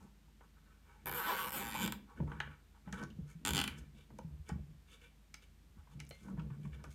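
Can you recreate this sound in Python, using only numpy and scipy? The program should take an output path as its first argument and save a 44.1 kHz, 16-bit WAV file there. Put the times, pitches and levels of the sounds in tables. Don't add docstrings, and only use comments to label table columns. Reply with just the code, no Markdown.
import sys
import numpy as np
from scipy import signal
from scipy.fft import rfft, irfft, next_fast_len
from scipy.io import wavfile
from scipy.ndimage import uniform_filter1d

SR = 44100
rng = np.random.default_rng(int(sys.argv[2]) if len(sys.argv) > 2 else 0)


def ratio_of_db(decibels):
    return 10 ** (np.asarray(decibels, float) / 20)


def file_out(sig):
    cols = np.atleast_2d(sig).T
    lim = np.clip(cols, -1, 1)
    pcm = np.round(lim * 32767).astype(np.int16)
    wavfile.write(sys.argv[1], SR, pcm)


N = 306054

# frequency in Hz, density in dB per Hz.
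HISS_SPECTRUM = [(39, -48), (66, -13), (79, 7.5), (98, -20.5), (152, -6), (528, -23), (1530, -24),
                 (3510, -27), (4850, -30.5), (6400, -31.5), (9050, -33), (10400, -37), (14400, -33.5),
                 (16500, -62)]
# frequency in Hz, level in dB.
HUM_LINES = [(51.7, -64.5), (59, -80), (46.5, -92.5), (146, -87.5)]
# frequency in Hz, width in Hz, level in dB.
DRUM_MODES = [(66.7, 15.8, 0.5), (145.4, 15.5, 0.5), (203.8, 27.5, 0.5), (268, 89, -8.5), (395, 36, -22)]
# start in seconds, hold in seconds, second mode in dB,
# lowest mode over it in dB, upper modes over it in dB.
HAND_LOADS = [(-.05, 0.017, -60.5, 0, 2.5), (1.043, .03, -53, -9, -1), (1.22, 0.12, -68.5, -10, 9),
              (1.417, .04, -59.5, -1, 2), (1.54, 0.06, -55, -4.5, 6), (1.64, .1, -57, -4, 5),
              (1.78, 0.055, -50.5, -4, 10), (2.176, 0.057, -43, -3.5, -4), (2.363, 0.1, -57.5, 2.5, -5),
              (2.86, .05, -53, -1.5, -4), (2.951, 0.04, -50.5, 1, 3.5), (3.108, 0.083, -52.5, 1, -6.5),
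              (3.448, 0.094, -45, -1, 4), (3.623, 0.13, -56, 4.5, -0.5), (3.84, 0.075, -60, -1, -6.5),
              (4.09, 0.061, -59, -1, 3), (4.214, 0.092, -52.5, 0.5, -12.5), (4.49, 0.018, -51, 5.5, -4),
              (4.589, 0.065, -54, -4, -28), (5.934, 0.026, -47.5, -8, -11), (6.206, 0.1, -58, -1, 5),
              (6.337, 0.074, -45, -2, -4.5), (6.492, 0.15, -51.5, -1, -7), (6.679, 0.15, -56.5, 4, -3.5)]
# time in seconds, peak in dB, pitch in Hz, T60 in seconds.
SOFT_BLOWS = [(0.009, -50, 62, 0.083), (2.203, -26.5, 162, 0.081), (2.279, -35.5, 64.6, 0.22),
              (2.872, -36, 176, 0.067), (2.929, -34, 186, 0.092), (3.188, -28.5, 172, 0.052),
              (3.229, -37, 145.6, 0.18), (3.352, -41.5, 164, 0.16), (4.246, -36, 163, 0.09),
              (4.397, -41.5, 76.6, 0.19), (4.518, -28.5, 167.6, 0.08), (4.558, -28, 155, 0.054),
              (5.7, -51, 90, .06), (5.769, -46.5, 187, 0.054), (5.785, -45.5, 75.5, 0.15),
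              (5.952, -40.5, 157, 0.13), (6.297, -40, 193, 0.15), (6.381, -28.5, 157, 0.075),
              (6.508, -34, 143, 0.14), (6.648, -38, 187, 0.12)]
# frequency in Hz, width in Hz, level in dB.
WALL_MODES = [(361, 90, -7.5), (408, 64, -6.5), (512, 71, -7), (802, 26, -6.5), (947, 42, .5),
              (1069, 76, -3), (1128, 30.5, -5.5), (1272, 74, -2.5), (1518, 64, 1), (1695, 74, -3.5),
              (1810, 140, -2.1), (2190, 92, -3), (2347, 60, -2), (2643, 70, -6.5), (3000, 186, 2.5),
              (3510, 150, 2), (3990, 110, -9), (4750, 1050, 4)]
# start in seconds, length in seconds, rub in dB,
# centre in Hz, fizz over rub in dB.
SKIN_STROKES = [(0.4, 0.07, -69, 1120, -18), (.55, 0.059, -73.5, 1400, -20), (0.61, 0.2, -73, 1360, -20),
                (.82, .17, -69, 1700, -17), (.83, 0.2, -70, 840, -20), (.97, 0.12, -73, 1760, -15),
                (.27, .04, -77, 720, -20), (5.755, 0.073, -70.5, 1040, -20), (5.9, .05, -72, 2900, -10),
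                (2.848, .08, -64, 1500, -20), (2.966, .045, -60, 2900, -10), (2.348, .06, -61, 1400, -25),
                (2.738, .05, -66, 950, -20), (6.5, .07, -66, 1300, -20), (2.15, .06, -63, 1600, -20),
                (2.495, .065, -62, 1520, -25), (2.06, 0.11, -63.5, 905, -22),
                (2.262, .12, -55.5, 1110, -24), (3.259, 0.091, -67, 1900, -2.5),
                (3.92, 0.15, -70, 3100, -11), (4.447, 0.078, -65.5, 2050, -8),
                (4.868, 0.125, -63.5, 2850, -7.5), (1.737, .03, -44, 900, -30),
                (4.989, .11, -63, 2400, -12), (6.6, 0.097, -70.5, 2100, -6.5), (5.41, 0.049, -67, 3100, -6),
                (5.88, .085, -71, 960, -8.5), (6.2, 0.16, -66.5, 1140, -11), (6.36, .06, -57, 1120, -27),
                (6.716, 0.053, -60.5, 2200, -15.5), (6.77, .07, -68, 1360, -25),
                (3.765, 0.045, -67, 2300, 2), (6.89, 0.066, -73, 2140, 5.5), (6.185, 0.09, -77, 2400, 4),
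                (2.94, .13, -51.5, 1260, -20.5)]
KNOCKED_SCUFFS = [
    (0.0, 0.13, -61, 900, -12.5),
    (2.41, 0.24, -56.5, 1320, -27),
    (2.931, .1, -51, 1360, -15),
    (3.687, 0.21, -55.5, 1950, -15),
    (4.493, 0.06, -50, 1300, -20),
    (6.114, 0.26, -69.5, 2520, -3),
    (6.839, 0.077, -56, 1250, -14),
]
# time in seconds, peak in dB, centre in Hz, tick over body in dB.
PAD_KNOCKS = [(0.407, -55, 953, -23), (2.2, -41.5, 940, -32), (2.275, -48, 940, -24),
              (2.474, -50, 1540, -28), (2.875, -49, 910, -27), (3.009, -48, 900, -24),
              (3.028, -44.5, 950, -6), (4.103, -53.5, 824, -20), (4.187, -41.5, 980, -9),
              (4.492, -39.5, 850, -3), (6.109, -45, 2150, -7), (6.283, -51, 970, -27),
              (6.374, -52.5, 960, -24), (6.84, -47, 1200, -1.5)]
NAIL_KNOCKS = [(2.1, -66, 850, -3), (6.394, -50.5, 2600, -20), (5.994, -54, 2500, -20),
               (2.937, -44, 850, -23), (2.317, -39.5, 1170, -35), (2.402, -26, 1680, -17),
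               (2.513, -54, 1400, -28), (2.926, -38, 1660, -0.5), (3.102, -53.5, 2920, -8),
               (5.341, -44, 2090, -5), (5.871, -57, 1010, -25), (6.001, -44.5, 2140, 1.5),
               (6.502, -53, 1200, -21), (6.65, -51.5, 1070, -28), (8.9, -50.5, 1300, -19)]
FIRST_HAUL_S = [1.058, 1.0686, 1.0763, 1.0843, 1.0947, 1.1141, 1.1251, 1.137, 1.3351, 1.3422, 1.3485,
                1.3558, 1.3655, 1.3719, 1.3775, 1.3819, 1.3873, 1.3925, 1.3987, 1.4032, 1.4083, 1.413,
                1.4187, 1.4254, 1.4309, 1.4388, 1.4448, 1.4513, 1.4596, 1.4694, 1.4754, 1.4832, 1.4934,
                1.5058, 1.5206, 1.528, 1.5337]
DRAWN_HOME_S = [1.5912, 1.5968, 1.602, 1.607, 1.6121, 1.6185, 1.625, 1.6334, 1.643, 1.6515, 1.6602, 1.6689,
                1.6787, 1.6865, 1.6941, 1.7033, 1.7122, 1.7226, 1.7323, 1.7422, 1.7498, 1.7565, 1.7632,
                1.7721, 1.7801, 1.7895, 1.798, 1.8063, 1.812, 1.8177, 1.8221, 1.8282, 1.8327, 1.8387,
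                1.8438, 1.8507, 1.8615, 1.877, 1.9225]
SECOND_HAUL_S = [3.4509, 3.4617, 3.4725, 3.4808, 3.4902, 3.5072, 3.5345, 3.5487, 3.5586, 3.5683, 3.5784,
                 3.5898, 3.6007, 3.6145, 3.6398, 3.6775]
# time in seconds, count of teeth passed.
FAST_PULLS = [
    [(1.1459, 0), (1.1906, 11), (1.2052, 14), (1.2346, 19), (1.2586, 24), (1.2765, 29), (1.3094, 40),
     (1.3204, 43), (1.3298, 45)],
    [(1.5394, 0), (1.5616, 6), (1.5779, 12), (1.586, 14)],
]
# time in seconds, pawl snap in dB, load on the wall in dB,
# tension from 0 to 1, strap echo in ms.
FIRST_TIE = [
    (1.05, -49, -40, 0, 0.35),
    (1.14, -49.5, -42.5, 0, 0.23),
    (1.19, -50, -41.5, 0.02, 0.23),
    (1.255, -53.5, -41.5, 0.01, 0.19),
    (1.305, -53.5, -37.5, 0, 0.205),
    (1.37, -50, -41, 0.13, .17),
    (1.54, -47, -44, .12, 0.192),
    (1.74, -48.5, -44.5, 0.61, 0.17),
    (1.85, -43.5, -38.5, 0.38, 0.13),
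]
SECOND_TIE = [
    (3.44, -35, -35, 0.99, 0.1),
    (3.53, -35, -36.5, 0.79, 0.2),
    (3.56, -34.5, -33.5, 0.94, 0.15),
    (3.6, -37, -32, 0.87, 0.18),
    (3.69, -40, -39.5, 1.04, .17),
]
# frequency in Hz, width in Hz, level in dB.
PAWL_TOP_MODES = [(11900, 1100, -6.5), (12940, 990, 0), (14300, 1280, 0), (14400, 1230, -9)]
PAWL_MID_MODES = [(5000, 1500, 0.5), (5800, 1700, -1), (7000, 1300, -15), (7170, 840, 4.5),
                  (8870, 820, -5.5), (9000, 190, -8), (9500, 1700, 9.5)]
# time in seconds,
# centre in Hz, lift in dB.
FREE_WALL = [(1.05, 2000, 6.5), (1.13, 1900, 4), (1.17, 1200, -1), (1.24, 1500, 8), (1.3, 1000, 3),
             (1.35, 1520, 6.5), (1.46, 910, 4.5), (1.56, 2280, 4.5), (1.72, 2300, -4), (1.749, 890, 18),
             (1.775, 1400, -4), (1.83, 3500, 2), (1.9, 1200, 3.5), (3.44, 3400, -1), (3.6, 3000, 1),
             (3.68, 2300, 3.5)]
# frequency in Hz, width in Hz, level in dB.
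JOLT_MODES = [(204, 73, 1), (270, 56, 1), (417, 71, -9.5)]
# time in seconds, peak in dB, centre in Hz.
TIP_TICKS = [(3.037, -40, 5900), (4.1859, -49.5, 9210), (4.49, -40, 7180), (5.3428, -35, 5500),
             (6.0025, -41.5, 3020), (6.051, -51, 8500), (6.067, -52, 5500), (6.073, -56, 5500),
             (6.092, -39, 9700), (6.101, -46, 8600), (6.4194, -63, 4630)]
# frequency in Hz, level in dB, T60 in seconds.
BAR_MODES = [(2116, -63, .45), (2700, -70, .12), (3400, -76, .3), (4011, -70, .1), (4215, -61, .2),
             (560, -60, .1)]
# frequency in Hz, T60 in seconds.
ROOM_DECAY = [(200, 0.11), (1000, 0.26), (3000, 0.3), (8000, 0.16), (16000, 0.22)]


def evened(x):
    return x / np.sqrt(np.mean(x ** 2) + 1e-20)


def even_start(x):
    return x / np.sqrt(2 * np.mean(x[:110] ** 2))


def lumpy(size, window):
    return evened(uniform_filter1d(rng.standard_normal(size), window))


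def decay(t, t60_s):
    return ratio_of_db(-60 * t / t60_s)


def read(points, hz):
    f, value = np.transpose(points)
    return np.interp(np.log(hz + 1), np.log(f + 1), value)


def add(mix, s, sound):
    part = mix[max(round(s * SR), 0):][:len(sound)]
    part += sound[:len(part)]


def resonate(x, hz, width_hz):
    r = np.exp(-np.pi * width_hz / SR)
    return 2 * signal.lfilter([1 - r], [1, -r * np.exp(2j * np.pi * hz / SR)], x + 1e-18).real


def band(x, lo_hz, hi_hz):
    return signal.sosfilt(signal.butter(2, [lo_hz, hi_hz], "band", fs=SR, output="sos"), x)


def ring(modes, lean_db=0, size=4096):
    hz, width_hz, db = np.transpose(modes)[:, :, None]
    t = np.arange(size) / SR
    sign = (-1) ** np.arange(len(hz))[:, None]
    sines = np.exp(-np.pi * width_hz * t) * np.sin(2 * np.pi * hz * t)
    return even_start((sign * ratio_of_db(db + lean_db) * sines).sum(0))


def floor():
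    hiss_db = -69
    z, t = rfft(rng.standard_normal(next_fast_len(N))), np.arange(N) / SR
    hiss = irfft(z * ratio_of_db(read(HISS_SPECTRUM, np.linspace(0, SR / 2, len(z)))))[:N]
    drift_rad = .5 * lumpy(N, 9000)
    hum = sum(ratio_of_db(db) * np.sqrt(2) * np.sin(2 * np.pi * hz * t + drift_rad) for hz, db in HUM_LINES)
    return ratio_of_db(hiss_db) * evened(hiss) + hum


def drum():
    rise_s, rise_db, fall_db_per_s, rest_db = 0.042, 12.5, 121, -76.5
    step = 32
    t = np.arange(0, N, step) / SR
    weight = ratio_of_db(rest_db) * np.ones((3, len(t)))
    for s, hold_s, db, low_db, upper_db in HAND_LOADS:
        rising_db = rise_db * np.maximum(1 - (t - s) / rise_s, 0)
        falling_db = fall_db_per_s * np.maximum(t - s - rise_s - hold_s, 0)
        load = ratio_of_db(db - rising_db - falling_db) * ratio_of_db([[0], [low_db], [upper_db]])
        weight = np.maximum(weight, load)
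    weight = np.repeat(weight, step, axis=1)[:, :N]
    force = ratio_of_db(2.5 * lumpy(N, 900)) * rng.standard_normal(N)
    low, second, *upper = [ratio_of_db(db) * evened(resonate(resonate(force, hz, width), hz, 3 * width))
                           for hz, width, db in DRUM_MODES]
    out = (weight * [second, low, sum(upper)]).sum(0)
    t = np.arange(SR // 4) / SR
    for s, peak_db, hz, t60_s in SOFT_BLOWS:
        swell = 1 - np.exp(-t / 0.003)
        add(out, s, ratio_of_db(peak_db + 1.0) * decay(t, t60_s) * swell * np.sin(2 * np.pi * hz * t))
    return out


def rubs():
    stroke_edge_db, scuff_end_db, scuff_bend = -20, -30.5, 1.27
    out, body = np.zeros(N), ring(WALL_MODES)
    rows = [(*r, True) for r in SKIN_STROKES] + [(*r, False) for r in KNOCKED_SCUFFS]
    for s, length_s, peak_db, hz, fizz_db, swells in rows:
        t = np.arange(0, 1, 1 / (length_s * SR))
        shape_db = stroke_edge_db * (2 * t - 1) ** 2 if swells else scuff_end_db * t ** scuff_bend
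        grain = ratio_of_db(3.5 * np.clip(lumpy(len(t), 200), -2, 1.6))
        slip = grain * rng.standard_normal(len(t))
        contact = evened(resonate(resonate(slip, hz, 0.79 * hz), hz, 1.04 * hz))
        contact = contact + 0.37 * evened(band(slip, 300, 564))
        wall = evened(signal.oaconvolve(contact, body)[:len(t)])
        wall = evened(wall + 0.34 * contact)
        fizz = evened(band(slip, 2400, 10800) + 1.5 * resonate(slip, 6500, 1200))
        rub = wall + ratio_of_db(fizz_db) * fizz
        add(out, s, ratio_of_db(peak_db + shape_db) * rub * signal.windows.tukey(len(t), .1))
    return out


def knocks():
    pad_thud_db, pad_t60_s, nail_thud_db, nail_t60_s, rise_s = -2, 0.043, -21, 0.039, 0.001
    out, t, wall_hz = np.zeros(N), np.arange(4000) / SR, np.array(WALL_MODES)[:, :1]
    pads = [(*p, pad_thud_db, pad_t60_s) for p in PAD_KNOCKS]
    nails = [(*n, nail_thud_db, nail_t60_s) for n in NAIL_KNOCKS]
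    for s, db, hz, tick_db, thud_db, t60_s in pads + nails:
        push, grit = rng.standard_normal((2, len(t)))
        push[0] = 4.9
        push = push * decay(t, t60_s)
        wall_ring = ring(WALL_MODES, -9 * abs(np.log2(wall_hz / hz)))
        wall = signal.oaconvolve(push, wall_ring)[:len(t)]
        contact = resonate(resonate(push, hz, 0.13 * hz), hz, 2.4 * hz)
        puff = band(band(push, 500, 2.43 * hz), 520, 2.44 * hz)
        wall = band(wall, 770, 3.7 * hz) * ratio_of_db(-40 * t / t60_s)
        body = evened(contact) + 0.44 * evened(puff) + .5 * evened(wall)
        body = body * (1 - np.exp(-t / rise_s))
        tick = band(band(grit, 3200, 8000), 3200, 22000) * decay(t, 0.013)
        thud = band(band(push, 283, 700), 215, 860)
        parts = [(0, body), (tick_db, tick), (thud_db, thud)]
        add(out, s, ratio_of_db(db) * sum(ratio_of_db(g) * v / abs(v).max() for g, v in parts))
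    return out


def tooth_times():
    times = FIRST_HAUL_S + DRAWN_HOME_S + SECOND_HAUL_S
    for pull in FAST_PULLS:
        s, teeth = np.transpose(pull)
        count = np.arange(teeth[-1] + 1) + .045 * rng.standard_normal(round(teeth[-1]) + 1)
        times = np.append(times, np.interp(count, teeth, s))
    return np.sort(times)


def taut_punch():
    hz, rise_s, ring_s = 3300, .0004, .0007
    u = np.arange(180) / SR - rise_s
    envelope = np.where(u < 0, np.exp(-(3 * u / rise_s) ** 2), np.exp(-u / ring_s))
    return -np.cos(2 * np.pi * hz * u) * envelope


def shaken(rattle, modes):
    return even_start(np.convolve(rattle, ring(modes, size=400)))


def strap_echo(snap, delay_ms):
    hz = np.fft.rfftfreq(1024, 1 / SR)
    lap = np.exp(-2j * np.pi * hz * delay_ms / 1000)
    return irfft(rfft(snap, 1024) * (1 + 0.18 * lap + .35 * lap ** 4))


def ratchet():
    slack_top_db, taut_top_db = 9, -12.5
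    slack_tilt_db, taut_tilt_db = -4.5, 4.5
    bounce_slack_s, bounce_taut_s, bounce_slack_db, bounce_taut_db = .0019, .0012, -10.5, -11
    thud_db, punch_db, slack_db = -1, 10, -19
    breakaway_db, scatter_db, wall_drift_db, free_octaves = 1, 1.05, 3, 0.36
    out, wall_hz = np.zeros(N), np.array(WALL_MODES)[:, :1]
    octaves = np.log2(wall_hz / 1500)
    t, crowd_t = np.arange(300) / SR, np.arange(1200) / SR
    chatter, blur = rng.standard_normal(300), rng.standard_normal(1200)
    grip = rng.standard_normal(wall_hz.shape)
    hand_s, *hand = np.transpose(FIRST_TIE + SECOND_TIE)
    free_s, *free = np.transpose(FREE_WALL)
    thud, punch, times = ring(JOLT_MODES, size=2600), taut_punch(), tooth_times()
    for s, wait_s in zip(times, np.diff(times, prepend=0)):
        snap_db, load_db, tension, delay_ms = (np.interp(s, hand_s, c) for c in hand)
        if wait_s > .5:
            snap_db += breakaway_db
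        top_db = snap_db + slack_top_db + (taut_top_db - slack_top_db) * tension
        tilt_db = slack_tilt_db + (taut_tilt_db - slack_tilt_db) * tension
        levels_db = np.array([top_db, snap_db, load_db])
        top, mid, wall = ratio_of_db(levels_db + scatter_db * rng.standard_normal(3))

        chatter = .92 * chatter + .39 * rng.standard_normal(300)
        blur = .85 * blur + .53 * rng.standard_normal(1200)
        grip = .93 * grip + .37 * rng.standard_normal(wall_hz.shape)

        rattle = chatter * decay(t, .005)
        rattle[0] += 5.0
        snap = top * shaken(rattle, PAWL_TOP_MODES) + mid * shaken(rattle, PAWL_MID_MODES)
        snap = strap_echo(snap, delay_ms)
        add(out, s, snap)
        taut = np.clip(2 * tension, 0, 1)
        bounce_db = bounce_slack_db + (bounce_taut_db - bounce_slack_db) * taut
        bounce_s = bounce_slack_s + (bounce_taut_s - bounce_slack_s) * taut
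        add(out, s + bounce_s, ratio_of_db(bounce_db) * snap)

        jolt = wall * ratio_of_db(slack_db * (1.5 - tension))
        add(out, s, jolt * ratio_of_db(punch_db) * punch)
        add(out, s, jolt * ratio_of_db(thud_db) * thud)

        free_hz, lift_db = (np.interp(s, free_s, c) for c in free)
        nearness = np.exp(-(np.log2(wall_hz / free_hz) / free_octaves) ** 2)
        uneven_db, detune = rng.standard_normal((2,) + wall_hz.shape)
        lean_db = tilt_db * octaves + lift_db * nearness + 2.15 * uneven_db + wall_drift_db * grip
        modes = np.array(WALL_MODES) * (1 + detune * [.006, 0, 0])
        add(out, s, wall * ring(modes, lean_db, size=2048))
        crowd = band(blur, 780, 3600) + .15 * lift_db * resonate(blur, free_hz, 520)
        add(out, s, wall * ratio_of_db(tilt_db + 3.5) * crowd * decay(crowd_t, 0.035))
    return out


def ticks():
    out, t = np.zeros(N), np.arange(800) / SR
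    for s, db, hz in TIP_TICKS:
        push = rng.standard_normal(len(t)) * decay(t, .006)
        burst = resonate(resonate(push, hz, .35 * hz), hz, 0.7 * hz)
        add(out, s, ratio_of_db(db - 2.5) * burst / abs(burst).max())
    return out


def bar():
    tap_s = 6.109
    out, t = np.zeros(N), np.arange(SR // 2) / SR
    touch = ratio_of_db(4.5 * np.clip(lumpy(len(t), 350), -3, 1))
    tones = sum(ratio_of_db(db) * decay(t, t60_s) * np.sin(2 * np.pi * hz * t) for hz, db, t60_s in BAR_MODES)
    add(out, tap_s, touch * tones)
    return out


def room(x):
    taps, size = np.zeros(SR // 2), (SR // 2 - 220) // 20
    at = 200 + 20 * np.arange(size) + rng.integers(0, 20, size)
    taps[at] = rng.choice([-1., 1.], size)
    hz, t, z = signal.stft(taps, SR, nperseg=256)
    tail = signal.istft(z * decay(t, read(ROOM_DECAY, hz)[:, None]), SR, nperseg=256)[1]
    return signal.oaconvolve(x, tail / np.linalg.norm(tail))[:N]


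def scene():
    room_db = -8.5
    low = floor() + drum()
    near = rubs() + knocks() + ratchet() + ticks() + bar()
    return (near + ratio_of_db(room_db) * room(near) + low)[None]


def roll_off(x):
    return signal.sosfilt(signal.butter(12, 17080, fs=SR, output="sos"), x)


def record(dry):
    bass_hz, edge_hz = 30, 16300
    x = signal.sosfilt(signal.butter(2, bass_hz, "high", fs=SR, output="sos"), dry)
    edge = signal.firwin(127, edge_hz, window=("kaiser", 5), fs=SR)
    x = signal.oaconvolve(x, edge[None], "same")
    return roll_off(x)


dry = scene()
out = record(dry)
file_out(out)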